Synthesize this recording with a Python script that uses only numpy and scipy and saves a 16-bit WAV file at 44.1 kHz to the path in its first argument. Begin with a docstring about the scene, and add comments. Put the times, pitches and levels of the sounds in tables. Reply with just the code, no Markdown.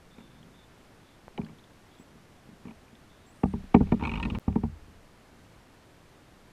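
"""Far bird calls (gliding sines, throbbing noise) and light bumps over steady hiss; water laps (noise-shaken hull
modes) and drops ring (bubbles rising in pitch). A paddle knocks on a plastic kayak hull, heard from a case fixed to
the deck: struck modes, treble first through bending waves, with dry taps, cracks and low thumps (short decaying
sines). Harder blows follow, then the shaft drags in stick-slip jerks. A splice cuts the sound dead in mid-drag,
clicking on either side of a short silence; a calmer stretch with a few more blows follows."""
import sys
import numpy as np
from scipy import signal
from scipy.fft import rfft, irfft
from scipy.io import wavfile
from scipy.ndimage import uniform_filter1d

SR = 44100
rng = np.random.default_rng(int(sys.argv[2]) if len(sys.argv) > 2 else 0)


def to_wav(sig):
    """Store sig (one row per channel, or 1-D mono) as 16-bit WAV at the path in sys.argv[1].

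    Samples outside -1..1 are clipped; the rate is SR.
    """
    pcm = np.clip(np.atleast_2d(sig), -1, 1) * 32767
    pcm = np.round(pcm).astype(np.int16)
    wavfile.write(sys.argv[1], SR, pcm.T)  # frames by channels


def undo_db(level):
    """Turn decibels back into plain size, where 20 dB means ten times bigger."""
    steps = np.asarray(level, float) / 20
    return 10 ** steps


N = 287529
TIME = np.arange(N) / SR
SPLICE_S, RETURN_S = 4.3869, 4.3958   # silence between
BEFORE_SPLICE = TIME < SPLICE_S


def rms_one(x):
    """Scale to rms 1."""
    return x / np.sqrt(np.mean(x ** 2) + 1e-20)


def swell(start_s, length_s, edge):
    """Smooth rise, hold and fall; edge: share of the length per ramp, above 0.5 it turns short of full level."""
    nearest_end_s = np.minimum(TIME - start_s, start_s + length_s - TIME)
    return np.sin(np.pi / 2 * np.clip(nearest_end_s / (edge * length_s), 0, 1)) ** 2


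def band_passed(noise, low_hz, high_hz):
    """Noise through a band-pass filter; rms 1."""
    band = signal.butter(2, [low_hz, high_hz], "band", fs=SR, output="sos")
    return rms_one(signal.sosfilt(band, noise))


# Spectrum of the hiss. Each row: frequency in Hz, relative density in dB per Hz.
HISS_SPECTRUM = [(12, -1.5), (20, -3), (146, -2.5), (255, -6), (285, -6), (377, -7.5), (422, -9.5),
                 (642, -11.5), (1710, -17), (12000, -34.5), (15000, -42.5), (15500, -68)]


def hiss(level_db=-56, waver_db=0.27, waver_rate_hz=12):
    """Steady microphone hiss: noise strongest in the bass, its level wavering a little."""
    hz = np.fft.rfftfreq(N, 1 / SR) + 1
    colour_hz, colour_db = np.transpose(HISS_SPECTRUM)
    colour = undo_db(np.interp(np.log(hz), np.log(colour_hz), colour_db))
    waver = np.interp(TIME, np.arange(80) / waver_rate_hz, rng.standard_normal(80))
    noise = rms_one(irfft(colour * rfft(rng.standard_normal(N)), N))
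    return undo_db(level_db + waver_db * waver) * noise


# Thin bird whistles. Each row: start in seconds, length in seconds, first pitch in Hz, last pitch in Hz, level in dB.
WHISTLES = [(1.98, .058, 7650, 7800, -66.5), (3.258, 0.06, 7560, 7800, -67)]


def whistles(overtone_db=-15):
    """Gliding sines with a faint octave."""
    out = np.zeros(N)
    for s, length_s, from_hz, to_hz, db in WHISTLES:
        hz = np.interp(TIME, [s, s + length_s], [from_hz, to_hz])
        phase = 2 * np.pi * np.cumsum(hz) / SR
        tone = np.sin(phase) + undo_db(overtone_db) * np.sin(2 * phase)
        out += undo_db(db) * swell(s, length_s, 0.13) * tone
    return out


# Far buzzy bird calls. Each row: start in seconds, length in seconds, centre in Hz, width in Hz, level in dB.
BUZZES = [(0.105, 0.18, 3550, 245, -69), (0.298, 0.12, 3540, 300, -72), (0.54, 0.12, 3580, 252, -67.5),
          (1.042, 0.12, 3520, 250, -74), (1.89, 0.113, 3430, 300, -72), (3.089, 0.11, 3520, 300, -70.5),
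          (3.202, 0.061, 3600, 297, -71), (3.314, 0.23, 8700, 1490, -73.5)]


def buzzes(throb_hz=70, depth=0.28):
    """Narrow noise that throbs."""
    out = np.zeros(N)
    white = rng.standard_normal(N)
    throb = 1 + depth * np.sin(2 * np.pi * throb_hz * TIME)
    for s, length_s, hz, width_hz, db in BUZZES:
        noise = band_passed(white, hz - width_hz / 2, hz + width_hz / 2)
        out += undo_db(db) * swell(s, length_s, 0.043) * throb * noise
    return out


# Drops from the blade. Each row: start in seconds, first amplitude in dB, first pitch in Hz.
DROPS = [(0.4295, -49, 3120), (1.0904, -51, 3600), (1.4477, -48, 4300), (1.4475, -50, 3100),
         (1.487, -51, 2170), (1.5857, -51, 3220), (1.595, -52, 3550), (1.6407, -49, 3380),
         (1.706, -60, 1520), (1.953, -54, 3500), (2.7077, -52, 2340), (2.8814, -54, 2320),
         (2.9532, -50, 3430)]


def drops(cycles=24.5, rise=0.092):
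    """A drop traps a bubble that rings briefly, rising in pitch; it falls by e^3 in the given cycles."""
    out, t = np.zeros(N), np.arange(1500) / SR
    for s, db, hz in DROPS:
        turns = hz * t
        ring = np.sin(2 * np.pi * turns * (1 + rise * turns / cycles))
        out[round(s * SR):][:len(t)] += undo_db(db) * np.exp(-3 * turns / cycles) * ring
    return out


# Modes of the hull. Each row: frequency in Hz, level in dB, time to fall 60 dB in seconds.
HULL = [(25, -22, 0.6), (52.3, -14, 0.64), (74, -10, 0.39), (84.2, -8.5, 0.45), (104.4, -7.5, 0.18),
        (153.2, -6.5, 0.17), (192.2, -6, 0.28), (223.4, -8.5, 0.16), (227.8, 4, 0.043), (299, -17, 0.17),
        (396.8, -11, 0.1), (491, -5, 0.024), (585, -9.5, 0.027), (681, -3.5, 0.018), (787, 0.5, 0.026),
        (938.5, -1.5, 0.035), (1066, -4, 0.026), (1200, -3, 0.026), (1390, -8, 0.034), (1485, -8, 0.017),
        (1825, -10, 0.05), (1990, -15.5, 0.046), (2254, -2, 0.028), (2504, 2, 0.019), (2700, 0, 0.013),
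        (2860, -0.5, 0.015), (3220, -12.5, 0.025), (3600, -11.5, 0.023), (4090, -16.5, 0.02),
        (4300, -17.5, 0.013), (6100, -12.5, 0.0025), (8340, -12.5, 0.0041)]
MODE_HZ = np.array(HULL)[:, 0]


def modes(hz, ring_share=1):
    """Spectrum of each hull mode, a decaying sine set off by a click; ring_share shortens those above 1100 Hz."""
    mode_hz, db, t60_s = np.transpose(HULL)[:, :, None]
    t60_s = t60_s * np.where(mode_hz > 1100, ring_share, 1)
    w = 2 * np.pi * mode_hz
    return undo_db(db) * SR * w / ((np.log(1000) / t60_s + 2j * np.pi * hz) ** 2 + w ** 2)


def shaken(low_hz, high_hz):
    """Noise shakes the hull modes of one range; rms 1."""
    hz = np.fft.rfftfreq(N, 1 / SR)[:int(3 * high_hz * N / SR)]
    chosen = (MODE_HZ > low_hz) & (MODE_HZ < high_hz)
    white = rng.standard_normal(len(hz)) + 1j * rng.standard_normal(len(hz))
    return rms_one(irfft(white * np.linalg.norm(modes(hz)[chosen], axis=0), N))


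# Small waves slap the hull. Each row: centre in seconds, level in dB, drone level in dB, both before the swell shape.
LAPPING = [(0.39, -56, -59), (1.47, -56, -53), (2.65, -64, -68), (3.4, -70, -77)]
WAVE_S = 0.62   # length of a wave


def droning():
    """The belly drones at the height of each wave."""
    gain = sum(undo_db(db) * swell(s - WAVE_S / 4, WAVE_S / 2, 0.36) for s, _, db in LAPPING)
    return gain * shaken(130, 170)


def lapping_gain(ripple_db=-70.5):
    """Gain of the lapping water; a ripple murmurs between waves up to the splice."""
    waves = sum(undo_db(db) * swell(s - WAVE_S / 2, WAVE_S, 0.81) for s, db, _ in LAPPING)
    return undo_db(ripple_db) * BEFORE_SPLICE + waves


# Pressure of the shaft on the deck. Each row: time in seconds, level in dB.
DRAG = [(3.96, -45.5), (4.03, -62), (4.07, -36.5), (4.2, -40.5), (4.27, -36), (4.33, -37.5), (4.39, -35.5)]


def drag_gain():
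    """Gain of the dragged shaft, interpolated in dB, silent outside the table."""
    s, db = np.transpose(DRAG)
    return uniform_filter1d(undo_db(np.interp(TIME, s, db, -150, -150)), size=441)


def rubbing(thud_db=-0.5):
    """The dragged shaft and the lapping water keep the low modes murmuring; the drag adds a thud below."""
    drag = drag_gain()
    murmur = (drag + lapping_gain()) * shaken(120, 500)
    thud = undo_db(thud_db) * drag * shaken(40, 120)
    return murmur + thud


def singing(level_db=-55, start_s=4.0, length_s=0.37):
    """The hull sings while slips come fast."""
    return undo_db(level_db) * swell(start_s, length_s, 0.082) * shaken(850, 1100)


# The boat rocks after blows. Each row: start in seconds, length in seconds, level in dB.
SWAYS = [(3.442, 0.42, -51), (3.767, 0.2, -45), (4.682, 0.5, -57)]


def rocking():
    """Noise shakes the deepest mode in slow swells."""
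    return sum(undo_db(db) * swell(s, length_s, 0.22) for s, length_s, db in SWAYS) * shaken(20, 40)


# The wet blade slides on the deck. Each row: start in seconds, length in seconds, level in dB.
RUSTLES = [(3.437, 0.33, -66.5), (3.745, 0.27, -63), (3.986, 0.43, -61)]


def rustling():
    """Band noise of sliding friction, stopped by the splice."""
    gain = sum(undo_db(db) * swell(s, length_s, 0.13) for s, length_s, db in RUSTLES)
    return gain * BEFORE_SPLICE * band_passed(rng.standard_normal(N), 600, 3600)


# Dry taps, cracks and low thumps. Each row: start in seconds, level in dB before the low-pass, pitch in Hz,
# cycles to fall by e.
TAPS = [(1.281, -25.5, 770, 0.38), (1.3772, -35.5, 3000, 6.2), (1.3777, -35, 2340, 5.6),
        (1.378, -44, 3820, 5.4), (1.379, -35.5, 844, 5.2), (1.3828, -29, 430, 2.2), (1.465, -44, 1690, 2.9),
        (1.392, -35, 173, 3), (1.432, -38, 160, 4), (3.4343, -34.5, 2160, 2.5), (3.5332, -43, 2100, 2.2),
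        (3.924, -31.5, 2370, 6.5), (1.4165, -41, 2380, 4.6), (3.7467, -21, 2480, 4),
        (3.7515, -20, 2260, 1.1), (3.764, -39, 2300, 5.5), (3.804, -44, 1920, 2.1), (4.557, -36, 2080, 1.3)]


def taps():
    """A dry tap, crack or low thump is a sine that dies within a few cycles."""
    out, t = np.zeros(N), np.arange(3000) / SR
    for s, db, hz, cycles in TAPS:
        out[round(s * SR):][:len(t)] -= undo_db(db) * np.exp(-hz * t / cycles) * np.sin(2 * np.pi * hz * t)
    return signal.sosfilt(signal.butter(2, 4500, fs=SR, output="sos"), out)


# Where heft, belly, body, hollow, knock, crack, tick and fizz of a contact apply. Each entry: frequency in Hz.
FORCE_HZ = [77, 150, 231, 760, 925, 1750, 2520, 4000]
BELLY_SHARE = 0.84   # how far the belly follows the heft


def force(db, heft, body, hollow, knock, tick, crack, fizz):
    """Force at FORCE_HZ in dB; crack is relative to the mean of knock and tick, fizz to the tick."""
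    belly = body + BELLY_SHARE * (heft - body)
    return db + np.array([heft, belly, body, hollow, knock, (knock + tick) / 2 + crack, tick, tick + fizz])


# Blows and bumps: the blade brushes the hull just before it lands.
CHATTER_MS, TOUCH_DB, SCATTER_DB = 2.13, -23.5, -5
CRACK_DB, FIZZ_DB = -2, -1.5

# Paddle blows. Each row: start in seconds, body in dB, hardness in dB, heft in dB (both above body),
# lag of 200 Hz behind the treble in ms, loading included.
BLOWS = [(1.372, -23.5, -8, -51, 23.3), (3.4285, -18, -2, -5, 9.9), (3.531, -28, -7, 1, 8.7),
         (3.7387, -8.5, -2, -15, 8.9), (3.759, -32.5, -10, 2, 6.8), (3.802, -15, -12.5, -6.5, 7.78),
         (3.9155, -13.5, -3.5, -11, 7.8), (4.02, -23.5, -16, -30, 5), (4.249, -27, -15, -9, 5.78),
         (4.476, -22, -5, 3, 4.6), (4.552, -17.5, -9.5, -12.5, 9.3), (4.63, -23, -7.5, 1.5, 8),
         (4.875, -55.5, -11.5, 12.5, 7)]


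def blow_contacts(hollow_db=5.5, late_hollow_db=-3.5, tick_share=1.6, tick_db=-17.5):
    """Hardness sets knock, hollow and tick; blows after the splice land on a stiffer spot."""
    rows = []
    for s, db, hard, heft, lag_ms in BLOWS:
        hollow = hard + hollow_db + late_hollow_db * (s > SPLICE_S)
        force_db = force(db, heft, 0, hollow, hard, tick_share * hard + tick_db, CRACK_DB, FIZZ_DB)
        rows.append((s, force_db, lag_ms, CHATTER_MS, undo_db(TOUCH_DB), SCATTER_DB, 0))
    return rows


# Light bumps and bounces. Each row: start in seconds, body in dB, tick above body in dB.
BUMPS = [(0.179, -41.5, -11.5), (0.201, -45, -11), (1.411, -45, -12), (1.431, -35, -31), (1.4615, -57, 4),
         (1.49, -46, -7), (1.526, -49, -16), (1.994, -46, -20), (2.13, -49, -19), (2.149, -50, -21),
         (2.485, -48, -17), (2.524, -48.5, -26), (2.65, -37.5, -17), (2.666, -36.5, -20), (2.678, -47, -1),
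         (2.688, -42, -13), (2.706, -47.5, -3), (2.925, -52, -9), (3.635, -43, -18), (3.866, -37, -11.5),
         (3.886, -44.5, -9), (4.522, -40.5, -12)]


def bump_contacts(heft_db=-29, knock_share=0.67, knock_db=2.5, lag_ms=4.26):
    """Light contacts with little heft; the tick sets hollow and knock alike."""
    rows = []
    for s, db, tick in BUMPS:
        knock = knock_share * tick + knock_db
        force_db = force(db, heft_db, 0, knock, knock, tick, CRACK_DB, FIZZ_DB)
        rows.append((s, force_db, lag_ms, CHATTER_MS, undo_db(TOUCH_DB), SCATTER_DB, 0))
    return rows


# The dragged shaft sticks and slips. Each row: start in seconds, knock in dB, tick above knock in dB.
SLIPS = [(3.992, -30.5, -10), (4.005, -28, -17), (4.02, -28.5, -8.5), (4.033, -24, -11), (4.048, -26.5, -1),
         (4.068, -28.5, -2), (4.09, -28.5, -3), (4.112, -27, -3.5), (4.134, -27.5, -4), (4.152, -29, -2),
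         (4.171, -27, -6.5), (4.195, -28, -4), (4.225, -27, 2.5), (4.248, -27, -2.5), (4.297, -37, 3.5),
         (4.345, -29.5, -5)]


def slip_contacts(heft_db=-2, body_db=-15.5, hollow_db=-8.5, crack_db=-5.5, fizz_db=-0.5,
                  lag_ms=3.96, chatter_ms=1, scatter_db=-5.5):
    """Slips, close by, echo less and have no first touch; heft, body and hollow are relative to the knock."""
    rows = []
    for s, db, tick in SLIPS:
        force_db = force(db, heft_db, body_db, hollow_db, 0, tick, crack_db, fizz_db)
        rows.append((s, force_db, lag_ms, chatter_ms, 0, scatter_db, 1))
    return rows


PUSH_HZ, ROUGH_HZ = 1150, 1340   # softness of the push; above ROUGH_HZ modes answer mostly the chatter
SCATTER_HZ, SCATTER_MS = 160, 28   # echoes off ribs and rim: low corner, decay
LOAD_MS = 2.768   # part of the lag spent loading the contact
CASE_HZ, PORT_HZ = 5900, 34.3   # the sealed case dulls the treble, the microphone loses the deepest bass
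SPREAD_DB, SLIP_SPREAD_DB = 2, 1.06   # random spread per mode; slips, all at one spot, ring more alike
SLIP_WAIT_MS = 1.53   # chatter of a slip starts late
REBOUND_MS, REBOUND_DB, LAST_REBOUND_DB = 5.7, -6.5, -25   # mean spacing and levels of two rebounds
HELD_RING = 0.86   # ring left in the upper modes while the blade lies on the hull


def rebounds(hz, slips):
    """After a slip the shaft rebounds twice; other contacts land once."""
    spacing_s = REBOUND_MS * (1 + 0.06 * rng.standard_normal()) / 1000
    hop = np.exp(-2j * np.pi * hz * spacing_s)
    first = undo_db(REBOUND_DB + SPREAD_DB * rng.standard_normal()) * hop
    return 1 + slips * (first + undo_db(LAST_REBOUND_DB) * hop ** 2)


def contacts():
    """Chatter opens each contact, a dull push follows; bending waves delay it by 1 / sqrt(Hz)."""
    size = 2 ** 15
    hz = np.fft.rfftfreq(size, 1 / SR)
    free, held = modes(hz), modes(hz, HELD_RING)
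    before, after = np.zeros(N + size), np.zeros(N + size)
    push = 1 / (1 + 1j * hz / PUSH_HZ) ** 2
    loading = np.exp(-2j * np.pi * hz * LOAD_MS / 1000)
    case = 1 / (1 + 1j * hz / CASE_HZ) ** 2 * (1 - 1 / (1 + 1j * hz / PORT_HZ)) ** 3
    rough = 1 / (1 + (ROUGH_HZ / MODE_HZ) ** 4)   # high modes answer the chatter, low modes the push
    age_ms = np.arange(1024) * 1000 / SR
    echo_decay = np.exp(-age_ms / SCATTER_MS)
    echo_decay = echo_decay / np.linalg.norm(echo_decay)
    scattered = 1 - 1 / (1 + 1j * hz / SCATTER_HZ)   # long waves pass the ribs unturned
    # neighbours in antiphase leave no hollows
    signs = np.where(MODE_HZ > 300, (-1.) ** np.arange(len(HULL)), 1)

    every = blow_contacts() + bump_contacts() + slip_contacts()
    for s, force_db, lag_ms, chatter_ms, touch, scatter_db, slips in every:
        hops = rebounds(hz, slips)
        echoes = scattered * rfft(rng.standard_normal(len(age_ms)) * echo_decay, size)
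        landing = push * (1 + undo_db(scatter_db) * echoes) * (touch + loading)

        late_ms = np.maximum(age_ms - slips * SLIP_WAIT_MS, 0)
        burst = late_ms ** 1.17 * np.exp(-late_ms / chatter_ms)   # swells, then fades
        chatter = rfft(rng.standard_normal(len(age_ms)) * burst / np.linalg.norm(burst), size)

        mode_db = np.interp(np.log(MODE_HZ), np.log(FORCE_HZ), force_db)
        spread_db = SLIP_SPREAD_DB if slips else SPREAD_DB
        strengths = signs * undo_db(mode_db + spread_db * rng.standard_normal(len(HULL)))
        ringing = free if slips else held
        pushed = (strengths * np.sqrt(1 - rough)) @ ringing * landing
        chattered = (strengths * np.sqrt(rough)) @ ringing * chatter

        travel_s = max(lag_ms - LOAD_MS, 0) / 1000   # delay at 200 Hz
        travel = np.exp(-4j * np.pi * travel_s * np.sqrt(200 * hz))
        part, at = before if s < SPLICE_S else after, round(s * SR)
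        part[at:at + size] += irfft((pushed + chattered) * hops * travel * case)
    return before[:N] * BEFORE_SPLICE + after[:N]   # no ring carries over the splice


def scene():
    """All sources at one microphone."""
    hull = contacts() + droning() + rustling() + singing() + rocking() + rubbing() + taps()
    background = drops() + whistles() + buzzes() + hiss()
    return (hull + background)[None]


def top_cut(x):
    """Nothing passes above the cut-off."""
    return signal.sosfilt(signal.butter(12, 16540, fs=SR, output="sos"), x)


def record(dry, cut_db=-29, cut_rise_ms=1.2, return_db=-42):
    """The splice falls on the crest of a swing and clicks; after a short silence sound returns with a thin tick."""
    cut, back = round(SPLICE_S * SR), round(RETURN_S * SR)
    to_cut_ms = np.maximum(SPLICE_S - TIME, 0) * 1000
    crest = np.exp(-(to_cut_ms / cut_rise_ms) ** 2) * BEFORE_SPLICE
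    swung = dry + crest * (undo_db(cut_db) - dry[:, cut, None])
    spliced = swung * (BEFORE_SPLICE | (TIME > RETURN_S))
    spliced[:, back:back + 3] += undo_db(return_db) * np.array([.5, -1, .5])
    return top_cut(spliced)


dry = scene()
out = record(dry)
to_wav(out)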